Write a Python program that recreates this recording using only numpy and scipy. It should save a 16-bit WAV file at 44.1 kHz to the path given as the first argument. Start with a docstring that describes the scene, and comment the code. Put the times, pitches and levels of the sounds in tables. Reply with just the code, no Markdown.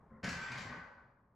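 """A loaded barbell is lifted out of a steel rack in a small gym, over low air noise that slowly settles.
The bar first creaks in its hooks as band-like wavering tones, and the rack gives a soft low thud.
Then it knocks and scrapes: bursts of tiny contacts rattle the plates, sine modes ring, the rack booms
in low noise and sines, the sliding bar sings, and two thin squeals stand out.
The blows thin out and soften, and decaying noise reflections carry the clatter away."""
import sys
import numpy as np
from scipy import signal
from scipy.fft import rfft, irfft
from scipy.io import wavfile

SR = 44100
rng = np.random.default_rng(int(sys.argv[2]) if len(sys.argv) > 2 else 0)


def waveform_to_disk(signal):
    """Save audio, clipped to [-1, 1], as 16-bit WAV at the path in sys.argv[1]."""
    frames = np.transpose(np.atleast_2d(signal))
    scaled = np.clip(frames, -1, 1) * 32767
    samples = np.round(scaled).astype(np.int16)
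    wavfile.write(sys.argv[1], SR, samples)


N = 59535
T = np.arange(N) / SR
HZ = np.fft.rfftfreq(2 * N, 1 / SR)

# Steel striking steel. Each row: start in seconds, relative level in dB, treble tilt in dB per octave,
# time constant of the rattle in seconds.
BLOWS = [(.2315, -40, -1.5, 0.032), (0.2412, -43, 4, 0.003), (.265, -45.5, 2, 0.01),
         (0.2876, -44.5, 4.5, 0.0075), (.325, -47.5, 1, 0.011), (.363, -47, -3, 0.06),
         (.41, -45.5, 1, 0.042), (0.471, -45.5, -3.5, 0.043), (.514, -45, 1, 0.014), (.545, -46, -2, 0.036),
         (.575, -48.5, 4, 0.011), (.603, -53, 0.5, .014), (.655, -50.5, -4.5, 0.025),
         (.6935, -49.5, -6, 0.011), (.722, -52, -6.5, 0.0079), (.758, -57, -4.5, 0.018),
         (.81, -63, -12, 0.039), (.965, -67, -8, 0.023)]


def amp(db):
    """Decibels to gain."""
    return 10 ** (np.asarray(db) / 20)


def unit(x):
    """Scales a sound to energy one."""
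    return x / np.sqrt(np.sum(x ** 2) + 1e-20)


def read(points, hz):
    """Reads a table of frequency and value on a log-frequency axis."""
    f, value = np.transpose(points)
    return np.interp(np.log(hz + 1), np.log(f + 1), value)


def add(mix, start_s, sound):
    """Mixes a sound in at a time."""
    part = mix[max(round(start_s * SR), 0):]
    part += sound[:len(part)]


def convolve(x, response):
    """Plays x through a response."""
    return signal.fftconvolve(x, response)[:N]


def colour(x, gain_db):
    """Causal minimum-phase filter with the given gain at each frequency, by folding the cepstrum."""
    cepstrum = irfft(np.log(amp(gain_db)))
    cepstrum[1:N] *= 2
    cepstrum[N + 1:] = 0
    response = np.exp(rfft(cepstrum))
    return irfft(rfft(x, 2 * N) * response)[:N]


def noise(gain_db):
    """Steady noise of unit RMS level with a given spectrum."""
    spectrum = rfft(rng.standard_normal(2 * N)) * amp(gain_db)
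    return unit(irfft(spectrum)[:N]) * np.sqrt(N)


def drift(rate_hz):
    """Random wander of unit RMS, mostly slower than the given rate."""
    return noise(-20 * np.log10(1 + (HZ / rate_hz) ** 4))


def dying(t60):
    """Exponential decay by 60 dB in t60 seconds."""
    return np.exp(-np.log(1000) * T / t60)


def struck(x):
    """Scales a hit to the energy of unit level held for a twentieth of a second."""
    return unit(x) * np.sqrt(SR / 20)


def tone(hz, wander_hz):
    """A sine of unit RMS level whose pitch wanders."""
    turns = np.cumsum(hz + wander_hz * drift(78)) / SR
    return np.sqrt(2) * np.sin(2 * np.pi * (turns + rng.random()))


def treble(hz):
    """Octaves above the 2 kHz pivot of a blow's brightness, held level below 900 and above 8360 Hz."""
    return np.log2(np.clip(hz, 900, 8360) / 2000)


def air():
    """Still air of the gym: low room noise that settles slowly."""
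    # Each row: frequency in Hz, relative level in dB per Hz.
    air_spectrum = [(20, -3), (60, 7), (130, 4), (230, 1.5), (320, -8.5), (480, -5.5), (750, -8.5),
                    (1030, -5), (1400, -16), (1900, -20), (2700, -38), (4000, -44), (8000, -49),
                    (14000, -55)]
    start_db, end_db = -62.5, -71.5
    return noise(read(air_spectrum, HZ)) * amp(np.linspace(start_db, end_db, N))


def room(x):
    """Diffuse reflections, each band dying at its own speed, through four tails in turn."""
    # Decay of the bare room. Each row: frequency in Hz, t60 in seconds.
    room_decay = [(100, 0.49), (400, 1), (1200, 0.93), (2500, 0.67), (5000, 0.62), (8000, 0.56),
                  (13000, 0.6)]
    turn_hz, build_s = 4, 0.0067
    hz, t, bands = signal.stft(rng.standard_normal((4, N)), SR, nperseg=256)
    fade = amp(-60 * t / read(room_decay, hz)[:, None])
    tails = signal.istft(bands * fade, SR, nperseg=256)[1][:, :N]
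    build = 1 - np.exp(-T / build_s)
    out = np.zeros(N)
    # the sound is passed round four different tails, a quarter turn apart
    for k, tail in enumerate(tails):
        share = np.maximum(np.cos(2 * np.pi * turn_hz * T + k * np.pi / 2), 0)
        out += convolve(x * share, unit(tail * build))
    return out


def rub():
    """A soft creak in a few unsteady resonances as the bar takes the strain in the hooks."""
    # Each row: pitch in Hz, pitch wander in Hz RMS, level in dB.
    creaks = [(216.5, 12, -61), (406.4, 33, -73.5), (532, 17, -70), (1046, 14, -68.5), (1340, 110, -73.5),
              (1790, 160, -76.5)]
    start_s, end_s, edge_s = .095, .22, .018
    fade_in = np.clip((T - start_s) / edge_s, 0, 1)
    fade_out = np.clip((end_s - T) / edge_s, 0, 1)
    return fade_in * fade_out * sum(amp(db) * tone(hz, wander_hz) for hz, wander_hz, db in creaks)


def thuds():
    """The weight booms one low mode of the rack and shakes the others; a weaker shudder lingers."""
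    # Weight landing on the rack. Each row: start in seconds, relative level in dB, boom pitch in Hz.
    landings = [(0.102, -59.5, 224.5), (0.233, -40.5, 185.6), (0.273, -43, 178.2), (0.311, -49, 76),
                (0.359, -50.5, 173.8), (0.424, -57, 167), (.499, -49, 118.1), (0.556, -51, 130.6),
                (0.602, -53, 197), (0.647, -49.5, 103.3), (0.696, -48, 235.8), (0.764, -55, 168.4),
                (1.041, -66, 128.5)]
    # The rack's low body. Each row: frequency in Hz, relative level in dB per Hz.
    frame_spectrum = [(25, -21.5), (50, -11.5), (70, -1.5), (120, 0.5), (185, -0.5), (235, -0.5),
                      (320, -11), (480, -12), (800, -15.5), (2000, -64)]
    shake_db, shake_t60 = -5.5, 0.23
    shudder_db, shudder_t60 = -9.5, 0.37  # against the first shake
    boom_db, boom_t60 = -5, .2
    rise_s = 0.0074
    frame_db, rise = read(frame_spectrum, HZ), np.minimum(T / rise_s, 1)
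    level = dying(shake_t60) + amp(shudder_db) * dying(shudder_t60)
    out = np.zeros(N)
    for start_s, db, hz in landings:
        shake = struck(noise(frame_db) * level * rise)
        boom = struck(np.sin(2 * np.pi * hz * T) * dying(boom_t60) * rise)
        add(out, start_s, amp(db + shake_db) * shake + amp(db + boom_db) * boom)
    return out


def squeals():
    """A dry spot sets off a thin, high mode of steel on steel, which then rings out."""
    # Each row: start in seconds, time before the decay in seconds, pitch in Hz, level in dB.
    dry_spots = [(.415, 0.013, 7440, -63.5), (.605, 0.012, 7420, -68.5)]
    rise_s, ring_t60 = 0.0099, .36
    waver, flutter_db = 0.0013, 3.5  # waver is a fraction of the pitch
    out = np.zeros(N)
    for start_s, length_s, hz, db in dry_spots:
        ring_out = np.exp(-np.log(1000) * np.maximum(T - length_s, 0) / ring_t60)
        level = np.minimum(T / rise_s, 1) * ring_out
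        turns = np.cumsum(hz + hz * waver * drift(60)) / SR
        flutter = amp(db + flutter_db * drift(60))
        add(out, start_s, np.sqrt(2) * level * flutter * np.sin(2 * np.pi * turns))
    return out


def singing():
    """Sliding in the hooks keeps one mode of the bar going, swelling with the pressure."""
    # Points along the slide. Each row: time in seconds, pitch in Hz, level in dB.
    slide = [(0.228, 1540, -61), (.245, 1540, -43), (.3, 1530, -55), (.34, 1540, -56.5), (.38, 1544, -48),
             (.44, 1544, -47), (.5, 1545, -48.5), (0.569, 1546, -55.5), (.62, 1546, -62),
             (0.701, 1517, -59), (0.737, 1516, -50), (0.769, 1517, -57), (0.828, 1519, -58.5),
             (0.921, 1522, -73.5), (.99, 1527, -67.5), (1.038, 1527, -70.5), (1.11, 1527, -87),
             (1.25, 1530, -100)]
    wander_hz, flutter_db = 2.07, 2.4
    s, hz, db = np.transpose(slide)
    level = amp(np.interp(T, s, db) + flutter_db * drift(37)) * (T >= s[0])
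    return level * tone(np.interp(T, s, hz), wander_hz)


def ring():
    """Every blow tops up the energy in the long modes of the bar and plates."""
    # Each row: pitch in Hz, relative level in dB, t60 in seconds.
    modes = [(1237, -6, .6), (1519, -9, .5), (1572, -1, .6), (1648, -4, .5), (1721, -5, .5), (1826, -6, .5),
             (1845, -7, .5), (1901, -7, .5), (1932, -3, .7), (2022, -6, .45), (2040, -6, .45),
             (2116, -6, .5), (2197, -7, .5), (2395, -8, .6), (2589, -12, .5), (3253, -12, .5),
             (3655, -14, .5), (4318, -9, .5), (4405, -13, .5), (4889, -12, .5), (5147, -16, .5),
             (5750, -18, .45), (6036, -16, .4), (6513, -18, .5), (7451, -21, .5)]
    modes_db, flutter_db = -13.5, 1.5
    rise_s = 0.024  # time constant of the onset
    out = np.zeros(N)
    for hz, mode_db, t60 in modes:
        energy = np.zeros(N)
        pulse = (dying(t60) * (1 - np.exp(-T / rise_s))) ** 2
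        for start_s, db, tilt_db, _ in BLOWS:
            add(energy, start_s, amp(db + tilt_db * treble(hz)) ** 2 * pulse)
        flutter = amp(modes_db + mode_db + flutter_db * drift(5))
        out += np.sqrt(energy) * flutter * np.sin(2 * np.pi * (hz * T + rng.random()))
    return out


def clatter():
    """Each blow is a dying burst of tiny contacts that clanks the plates, with its own treble tilt."""
    # Dense, short ringing of the plates. Each row: frequency in Hz, relative level in dB per Hz.
    clank_spectrum = [(150, -12), (330, -11), (480, -9.5), (750, -6), (1050, -1), (1380, -0.5), (1650, 2.5),
                      (2200, -0.5), (2900, -8), (3900, -12.5), (4600, -10), (5600, -14), (7400, -22),
                      (8300, -31.5), (10000, -38.5), (12500, -41.5), (14000, -55.5)]
    clank_db, clank_t60 = -6.5, 0.085
    contacts_per_s, contact_spread_db = 1800, 3.5
    first_contact = .18  # against a burst of energy one
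    seat_s = .004  # the burst swells over this time
    spectrum_db, octaves = read(clank_spectrum, HZ), treble(HZ)
    out = np.zeros(N)
    for start_s, db, tilt_db, rattle_s in BLOWS:
        hits = (rng.random(N) < contacts_per_s / SR) * rng.choice([-1, 1], N)
        contacts = hits * amp(contact_spread_db * rng.standard_normal(N))
        contacts = unit(contacts * np.exp(-T / rattle_s) * np.minimum(T / seat_s, 1) ** 2)
        contacts[0] += first_contact
        plate = unit(rng.standard_normal(N) * dying(clank_t60))
        plate[0] += 1  # the contact itself, ahead of the ringing
        clank = struck(colour(convolve(contacts, plate), spectrum_db))
        add(out, start_s, amp(db + clank_db) * colour(clank, tilt_db * octaves))
    return out


def scene():
    """Direct sound sits a little to the left; the reflections and air give the width."""
    # Side against middle. Each row: frequency in Hz, gain in dB.
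    width = [(60, -32.5), (150, -38), (300, -24), (600, -13.5), (1500, -13.5), (3000, -9.5), (9000, -13),
             (13000, -10)]
    left_db = 2  # approximate tilt to the left in the treble
    steel, tones, low = clatter(), ring(), thuds()
    sing, friction = singing() + squeals(), rub()

    # sends into the room, in dB
    sent = amp(1) * steel + amp(-8.5) * tones + amp(-10.5) * low + amp(-15.5) * sing
    direct = steel + tones + low + sing + friction
    mid = direct + room(sent) + air()
    side = colour(room(direct + steel) + air(), read(width, HZ))

    # the lean to the left fades out below about 300 Hz
    lean_gain = (amp(left_db / 2) - 1) * HZ / (HZ + 300)
    lean = irfft(rfft(mid, 2 * N) * lean_gain)[:N]
    return np.array([mid + lean + side, mid - lean - side])


def record(dry):
    """A steep linear-phase low-pass closes the top of the band."""
    edge_hz = 13800
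    lowpass = signal.firwin(511, edge_hz, window=("kaiser", 9), fs=SR)
    return signal.oaconvolve(dry, lowpass[None], "same")


dry = scene()
out = record(dry)
waveform_to_disk(out)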